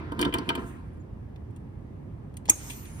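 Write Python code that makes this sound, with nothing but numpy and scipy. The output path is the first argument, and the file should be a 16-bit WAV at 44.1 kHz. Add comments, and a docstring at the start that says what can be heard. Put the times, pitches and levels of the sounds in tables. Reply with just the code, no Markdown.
"""Cafe: over a low rumble (coloured noise), a metal portafilter knocks and grinds into an espresso
machine's group head (struck modes, noise puffs, rough friction); its gasket squeaks faintly (gliding sines).
A finger taps and presses the brew button (noise ticks), the valve snaps open (modes, cracks, thuds)
and water hisses in the head (banded noise). A phone microphone pair hears it, the right side slightly first."""
import sys
import numpy as np
from scipy import signal
from scipy.fft import rfft, irfft, next_fast_len
from scipy.io import wavfile
from scipy.ndimage import uniform_filter1d

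SR = 44100
rng = np.random.default_rng(int(sys.argv[2]) if len(sys.argv) > 2 else 0)


def volts_from_decibels(level):
    """Turn decibel levels (scalar or array-like) into linear amplitude factors."""
    exponent = np.asarray(level, float) / 20
    return 10 ** exponent


def dump(signal):
    """Clip the signal to [-1, 1] and save it as 16-bit WAV at the path in sys.argv[1]."""
    limited = np.clip(np.atleast_2d(signal).T, -1, 1)
    pcm = np.round(limited * 32767).astype(np.int16)
    wavfile.write(sys.argv[1], SR, pcm)


N = 132300  # 3 s


def evened(x):
    """Scales to rms 1."""
    return x / np.sqrt(np.mean(x ** 2) + 1e-20)


def read(points, hz):
    """Interpolates a (hz, value) table on a log-frequency axis."""
    point_hz, value = np.transpose(points)
    return np.interp(np.log(hz + 1), np.log(point_hz + 1), value)


def level(table, column):
    """Gain curve over the whole scene from a dB column, silent outside the table."""
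    rows = np.array(table)
    return volts_from_decibels(np.interp(np.arange(N) / SR, rows[:, 0], rows[:, column], -150, -150))


def add(mix, start_s, sound):
    """Mixes a sound in at start_s."""
    part = mix[round(start_s * SR):][:len(sound)]
    part += sound[:len(part)]


# left-right likeness of spread-out noise: hz, likeness (0..1)
FAR_LIKENESS = [(60, 1), (250, .8), (400, 0.13), (600, 0.13), (1000, 0.099), (2000, .25), (5500, 0.1),
                (7500, 0.61), (9300, .98), (11000, .85), (14000, 1)]


def noise(colour, patchy_db):
    """Two-sided noise of rms 1: partly shared spectra, with level patches drifting in time and pitch."""
    frames, hz = N // 256 + 5, np.fft.rfftfreq(1024, 1 / SR)
    a, b, c, d, patches = rng.standard_normal((frames, 513, 5)).T
    patches = uniform_filter1d(patches, size=10, axis=0)
    patches = evened(uniform_filter1d(patches, size=10, axis=1))
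    same = np.clip(read(FAR_LIKENESS, hz), -1, 1)[:, None]
    left = a + 1j * b
    right = same * left + np.sqrt(1 - same ** 2) * (c + 1j * d)
    gain = volts_from_decibels(read(colour, hz)[:, None] + patchy_db * patches)
    sound = signal.istft(np.array([left, right]) * gain, nperseg=1024, noverlap=768)[1]
    return evened(sound[:, :N])


def ring(modes, uneven_db, start_turns=0):
    """Decaying sines of the modes after one click, each struck more or less hard."""
    hz, db, t60_s = np.transpose(modes)[:, :, None]
    t = np.arange(SR // 4) / SR
    db = db + uneven_db * rng.standard_normal(db.shape)
    return (volts_from_decibels(db - 60 * t / t60_s) * np.sin(2 * np.pi * (hz * t + start_turns))).sum(0)


def blow(modes, contact_s, level_db):
    """Soft-edged contact ringing the modes; level_db is the rms of the first 10 ms."""
    sound = ring(modes, 2, rng.random((len(modes), 1)))
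    sound = sound * (1 - np.exp(-np.arange(len(sound)) / SR / contact_s))
    return volts_from_decibels(level_db) * sound / np.sqrt(np.mean(sound[:441] ** 2))


def puff(colour, t60_s, level_db):
    """Crack of coloured noise: quick linear rise, steady decay."""
    rise_s = 0.0004
    t = np.arange(SR // 8) / SR
    spectrum = rfft(rng.standard_normal(len(t)))
    grain = irfft(spectrum * volts_from_decibels(read(colour, np.fft.rfftfreq(len(t), 1 / SR))), len(t))
    return volts_from_decibels(level_db - 60 * t / t60_s) * np.minimum(t / rise_s, 1) * evened(grain)


# cafe rumble spectrum: hz, relative_db_per_hz
RUMBLE_COLOUR = [(12, -67), (20, -35.5), (49, 3.5), (113, -5), (255, -15), (319, -15.5), (422, -21.5),
                 (678, -28.5), (759, -29), (1030, -31.5), (1530, -42), (1660, -38), (4180, -58.5),
                 (14300, -66.5), (16000, -80)]


def rumble():
    """Low cafe rumble: steady coloured noise at a set rms."""
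    rumble_db = -39.5
    return volts_from_decibels(rumble_db) * noise(RUMBLE_COLOUR, 0.79)


# decay of the room: hz, t60_s
ROOM_T60 = [(250, .5), (1000, .5), (4000, .3), (12000, .15)]


def room(x):
    """Diffuse tail: noise with each band dying at its own speed."""
    hz, t, z = signal.stft(rng.standard_normal((2, SR // 2)), SR, nperseg=256)
    decay = volts_from_decibels(-60 * t / read(ROOM_T60, hz)[:, None])
    tail = signal.istft(z * decay, SR, nperseg=256)[1]
    return signal.fftconvolve(x[None], tail / np.linalg.norm(tail[0]), axes=1)[:, :N]


# left-right likeness of the near sources: hz, likeness (0..1)
NEAR_LIKENESS = [(100, .95), (400, .85), (800, 0.2), (1500, 0.2), (3000, 0.62), (5500, 0.21), (7000, 0.57),
                 (15000, 1)]


def spread(x):
    """Direct sound on both sides plus close steel reflections that differ left and right."""
    echo_decay_s = 0.0026
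    size = next_fast_len(N + 2048)
    same = np.clip(read(NEAR_LIKENESS, np.fft.rfftfreq(size, 1 / SR)), 0, 1)
    echo = rng.standard_normal((2, 1024)) * np.exp(-np.arange(1024) / SR / echo_decay_s)
    echo = rfft(echo / np.linalg.norm(echo, axis=1)[:, None], size)
    return irfft(rfft(x, size) * (np.sqrt(same) + np.sqrt(1 - same) * echo), size)[:, :N]


# water hiss levels: time_s, low_db, mid_db, high_db, top_db
HISS_LEVELS = [(2.498, -48.5, -38, -50.5, -49), (2.52, -42, -50, -82, -57), (2.56, -61.5, -47.5, -52, -51),
               (2.6, -52.5, -47, -59.5, -63.5), (2.65, -55, -47, -65, -53), (2.69, -54.5, -46, -62, -52),
               (2.76, -55, -50.5, -67.5, -50.5), (2.845, -56, -55.5, -67, -53),
               (2.865, -55.5, -53, -60, -70), (2.93, -58, -60, -59, -71.5), (3.0, -54.5, -60, -54, -74)]
# spectra of the four hiss bands: hz, relative_db_per_hz
HISS_LOW_COLOUR = [(500, -18), (900, 1), (1500, -4), (2500, -2.5), (3300, -9.5), (4300, -19.5),
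                   (5200, -19.5)]
HISS_MID_COLOUR = [(4500, -9.5), (5500, -3.5), (6500, 3), (7500, -2.5), (8500, -0.5), (9500, -9),
                   (10500, -31)]
HISS_HIGH_COLOUR = [(8500, -42), (9500, 1.5), (10900, 6), (11800, -16), (12600, -5), (13500, -38)]
HISS_TOP_COLOUR = [(11000, -38), (12300, 8), (13200, 4.5), (14200, 2.5), (15300, -17), (16300, -42.5)]


def hiss():
    """Water forced into the head: four noise bands, each with its own level curve."""
    colours = (HISS_LOW_COLOUR, HISS_MID_COLOUR, HISS_HIGH_COLOUR, HISS_TOP_COLOUR)
    return sum(noise(colour, 2.8) * level(HISS_LEVELS, k) for k, colour in enumerate(colours, 1))


# plunger strike and bounces: start_s, level_db
SNAP_HITS = [(2.496, -15.5), (2.4985, -13.5), (2.4998, -24), (2.5055, -28.5), (2.518, -50.5)]
# plunger modes: hz, relative_db, t60_s
VALVE_MODES = [(2400, -7.5, 0.019), (5530, -35, 0.01715), (5880, -11, 0.013994), (6510, 2.5, .035),
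               (7600, 2.5, 0.018), (8940, -14.5, 0.0128), (10960, -4.5, .015)]
# crack spectrum of each hit: hz, relative_db_per_hz
CRACK_COLOUR = [(1200, -16.5), (2400, -8), (3500, -26), (4600, -26), (5600, -7.5), (6500, 2), (9000, -2),
                (11400, -4), (13000, -6.5), (15000, -13.5), (16300, -34.5)]
# plunger starting to move: start_s, level_db
PULL_PUFFS = [(2.48, -40), (2.487, -29.5), (2.491, -25)]
# its spectrum: hz, relative_db_per_hz
PULL_SPECTRUM = [(1000, -22), (2000, 1), (4000, -8), (6000, -2), (8000, -6), (9500, -38), (12000, -45)]
# coil thuds in the casing: start_s
THUD_STARTS = [2.4878, 2.492, 2.5, 2.503]
# one mode per thud: hz, level_db, t60_s
THUD_MODES = [(846, -21, .02), (1050, -35, 0.022), (319, -29, 0.067), (270, -42.5, 0.044)]


def valve():
    """The plunger starts to move, strikes and bounces (modes and cracks); the casing thuds."""
    contact_s, crack_db, crack_t60_s = 0.0008, 6.5, 0.017  # crack_db relative to the hit
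    out = np.zeros(N)
    for start_s, level_db in SNAP_HITS:
        add(out, start_s, blow(VALVE_MODES, contact_s, level_db))
        add(out, start_s, puff(CRACK_COLOUR, crack_t60_s, level_db + crack_db))
    for start_s, level_db in PULL_PUFFS:
        add(out, start_s, puff(PULL_SPECTRUM, crack_t60_s, level_db))
    for start_s, mode in zip(THUD_STARTS, THUD_MODES):
        add(out, start_s, ring([mode], 0))
    return out


# small ticks of handle, button and valve: start_s, low_db, high_db, t60_s
TICK_HITS = [(1.36, -47.5, -80.5, .02), (1.507, -68.5, -69, 0.03083), (1.5618, -58.5, -54.5, 0.039),
             (2.3405, -56, -60, 0.02092), (2.369, -41, -37, 0.027), (2.455, -44, -49.5, 0.047),
             (2.4658, -60, -64, 0.02028), (2.6992, -36.5, -40, 0.12), (2.7344, -47.5, -53.5, .03),
             (2.8544, -50.5, -54, 0.044)]
# spectra of the two bands: hz, relative_db_per_hz
TICK_LOW_COLOUR = [(1200, -17), (2000, 1.5), (2600, 11), (3300, 6), (4500, -2.5), (6000, -8), (7500, -17.5)]
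TICK_HIGH_COLOUR = [(5000, -24), (6500, -2), (9500, 4.5), (11500, -5), (14000, -11.5), (16300, -14.5)]


def ticks():
    """Dry plastic ticks: sharp noise puffs in a low and a high band."""
    out = np.zeros(N)
    for start_s, low_db, high_db, t60_s in TICK_HITS:
        add(out, start_s, puff(TICK_LOW_COLOUR, t60_s, low_db))
        add(out, start_s, puff(TICK_HIGH_COLOUR, t60_s, high_db))
    return out


# gasket squeaks: start_s, length_s, start_hz, end_hz, peak_db
SQUEAK_GLIDES = [(0.78, 0.043, 10000, 9760, -74), (.875, .015, 9800, 10200, -74),
                 (.925, .025, 10000, 9900, -69), (0.969, 0.014, 10300, 9600, -75),
                 (0.907, 0.096, 7960, 8160, -82), (.99, .04, 7200, 6764, -71)]


def squeaks():
    """Rubber on steel: thin sines gliding in pitch under a half-sine envelope."""
    out = np.zeros(N)
    for start_s, length_s, start_hz, end_hz, peak_db in SQUEAK_GLIDES:
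        u = np.arange(0, 1, 1 / (length_s * SR))
        turns = np.cumsum(start_hz + (end_hz - start_hz) * u) / SR
        add(out, start_s, volts_from_decibels(peak_db) * np.sin(np.pi * u) * np.sin(2 * np.pi * turns))
    return out


# machine body modes, also rung by the knocks: hz, relative_db, t60_s
BODY_MODES = [(187, -13.5, 0.095), (226, -7.5, .08), (255, -4.5, 0.043), (295, -0.5, .07), (313, -7, 0.081),
              (353.3, 1.5, 0.059), (409, -5, .07), (470, -9, 0.07616), (675, -9, 0.1), (776, -12.5, .04),
              (930, -8, .08), (1030, -4.5, 0.067), (1216, -9.5, .05), (1348, -11, 0.13), (1417, -10.5, .05),
              (1535, -13.5, 0.11), (1590, -20, 0.11), (1860, -20.5, 0.056)]
# twisting friction: time_s, body_db, steel_db
GRIND_LEVELS = [(0, -40, -44.5), (.04, -42, -49.5), (.16, -38, -61), (.21, -32.5, -46.5),
                (.275, -29.5, -44), (.315, -42.5, -54), (.36, -32.5, -41), (.43, -37.5, -48.5),
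                (.452, -46.5, -52), (.48, -35, -50.5), (.52, -36.5, -48.5), (.59, -36.5, -48),
                (.645, -37.5, -57), (.69, -47.5, -54.5), (.77, -50.5, -60), (.95, -60.5, -68),
                (1.15, -68, -87.5)]
# steel scrape spectrum: hz, relative_db_per_hz
SCRAPE_COLOUR = [(350, -34), (600, -6), (737, -13.5), (1030, -1.5), (1480, -7), (1730, -4.5), (4830, -25.5),
                 (7000, -45), (9100, -65), (15400, -120)]
# hand sliding on the handle: time_s, level_db
SLIDE_LEVELS = [(.2, -73.5), (.3, -78), (.42, -77.5), (.47, -69.5), (.54, -83.5), (.6, -63), (.645, -66),
                (.68, -57.5), (.72, -66), (.765, -73), (.8, -79.5), (1.0, -87.5)]
# its spectrum: hz, relative_db_per_hz
SLIDE_SPECTRUM = [(4000, -35.5), (6000, 1.5), (8000, 6), (10500, 3.5), (13000, -4), (15000, -0.5),
                  (16300, -10.5)]


def grind():
    """Rough sliding contact shakes the body and scrapes the steel; the hand slides on the handle."""
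    slips = rng.standard_normal((2, N)) * volts_from_decibels(3.3 * rng.exponential(1, N))  # spiky, timed alike on both sides
    body = evened(signal.fftconvolve(slips, ring(BODY_MODES, 0)[None], axes=1)[:, :N])
    body = evened(body + 0.6 * body[::-1])  # sides partly blended
    scrape = noise(SCRAPE_COLOUR, 2.5) * level(GRIND_LEVELS, 2)
    slide = noise(SLIDE_SPECTRUM, 1.5) * level(SLIDE_LEVELS, 1)
    return body * level(GRIND_LEVELS, 1) + scrape + slide


# lugs knocking in the head: start_s, steel_db, struck_hz (steel mode hit hardest), treble_db, low_db, upper_db
KNOCK_HITS = [(0.1195, -47.5, 3300, -51.5, -35.5, -36), (.192, -33, 3500, -36.5, -37, -34),
              (0.2029, -34.5, 3000, -47.5, -31.5, -36.5), (0.2131, -31.5, 4900, -25, -33, -36.5),
              (0.2167, -33, 2500, -47.5, -38, -41), (.2265, -25.5, 3000, -41.5, -31, -33.5),
              (.243, -41.5, 1900, -56, -36.5, -34), (0.2496, -29, 3600, -41.5, -36, -38.5),
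              (0.264, -55, 3000, -67.5, -28, -35.5), (0.278, -55.5, 3010, -64, -35.5, -42),
              (0.292, -55, 3000, -62, -35.5, -47.5), (0.3259, -36.5, 2400, -59.5, -39, -44),
              (0.3394, -24.5, 3000, -27, -33.5, -32.5), (0.3494, -45.5, 2400, -55.5, -35.5, -32),
              (.384, -37.5, 4800, -43, -36.5, -44.5), (0.4904, -22.5, 2800, -32, -36, -34),
              (0.4997, -30, 3000, -53, -35.5, -26.5), (0.552, -35, 3100, -36, -41.5, -37.5),
              (0.5764, -46.5, 2450, -67, -39, -40)]
# steel basket modes: hz, relative_db, t60_s
STEEL_MODES = [(2150, -4, .025), (2350, -18, 0.011), (2393, 4.5, .03), (2740, -4, 0.033), (3057, 16, 0.012),
               (3195, -9.5, .025), (3590, -1.5, 0.033), (4250, -7, 0.039), (4630, -1.5, 0.026),
               (4873, -4.5, .035), (5250, -24, .03), (5650, -2.5, .03)]
# treble crack spectrum: hz, relative_db_per_hz
RIM_COLOUR = [(5500, -13.5), (6800, -7), (8200, 1), (9000, 0.5), (10300, -4), (12000, -14), (13500, -6),
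              (15000, -14), (16300, -29)]
# gritty scrape spectrum: hz, relative_db_per_hz
GRIT_COLOUR = [(500, -10.5), (1000, 3.5), (2500, 3.5), (3300, -3), (5000, -10), (6200, -32.5)]
# thin ring of the basket: start_s, hz, level_db, t60_s
BASKET_RING = [(.12, 10900, -58, .15)]


def knocks():
    """Each knock rings the steel basket around struck_hz, cracks, scrapes and shakes the body."""
    steel_contact_s, body_contact_s, upper_hz = 0.0011, 0.0018, 550
    fall_db_per_octave = 18  # away from struck_hz
    rim_t60_s, grit_t60_s, grit_db = 0.031, 0.068, -5  # grit_db relative to the steel
    low = [m for m in BODY_MODES if m[0] < upper_hz]
    upper = [m for m in BODY_MODES if m[0] > upper_hz]
    out = np.zeros(N)
    for start_s, steel_db, struck_hz, treble_db, low_db, upper_db in KNOCK_HITS:
        steel = [(hz, db - fall_db_per_octave * abs(np.log2(hz / struck_hz)), t60_s)
                 for hz, db, t60_s in STEEL_MODES]
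        add(out, start_s, blow(steel, steel_contact_s, steel_db))
        add(out, start_s, blow(low, body_contact_s, low_db))
        add(out, start_s, blow(upper, body_contact_s, upper_db))
        add(out, start_s, puff(RIM_COLOUR, rim_t60_s, treble_db))
        add(out, start_s, puff(GRIT_COLOUR, grit_t60_s, steel_db + grit_db))
    for start_s, *mode in BASKET_RING:
        add(out, start_s, ring([mode], 0))
    return out


def scene():
    """All sources in the cafe; the near ones also feed the room."""
    room_db = -19.5
    near = knocks() + squeaks() + ticks() + valve()
    return spread(near) + volts_from_decibels(room_db) * room(near) + grind() + hiss() + rumble()


def top_cut(x):
    """Nothing passes above the cut-off."""
    return signal.sosfilt(signal.butter(12, 16420, fs=SR, output="sos"), x)


# level of right over left: hz, right_db
RIGHT_LEVEL = [(60, 1.5), (300, 4.5), (700, -1), (2000, 0), (3300, 1), (5500, 3), (7500, 0.5), (16000, -1)]
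# further phase lead of the right side: hz, lead_rad
RIGHT_TURN = [(30, -.1), (100, -.15), (300, -.7), (450, -1.5), (650, -2.5), (820, -2.2), (1000, 0),
              (2500, 0), (3000, -.7), (4200, 0), (16000, 0)]


def record(dry):
    """Microphone pair: the right side leads and differs in level by band; low cut and band limit."""
    right_lead_s, low_cut_hz, edge_hz = 0.000214, 50.5, 16300
    size = next_fast_len(N + 2048)
    hz = np.fft.rfftfreq(size, 1 / SR)
    lead_rad = 2 * np.pi * hz * right_lead_s + read(RIGHT_TURN, hz)
    half = volts_from_decibels(read(RIGHT_LEVEL, hz) / 2) * np.exp(0.5j * lead_rad)  # half the difference to each side
    band = (hz < edge_hz) / np.sqrt(1 + (low_cut_hz / (hz + 1)) ** 8)
    pair = irfft(rfft(dry, size) * [1 / half, half] * band, size)[:, :N]
    return top_cut(pair)


dry = scene()
out = record(dry)
dump(out)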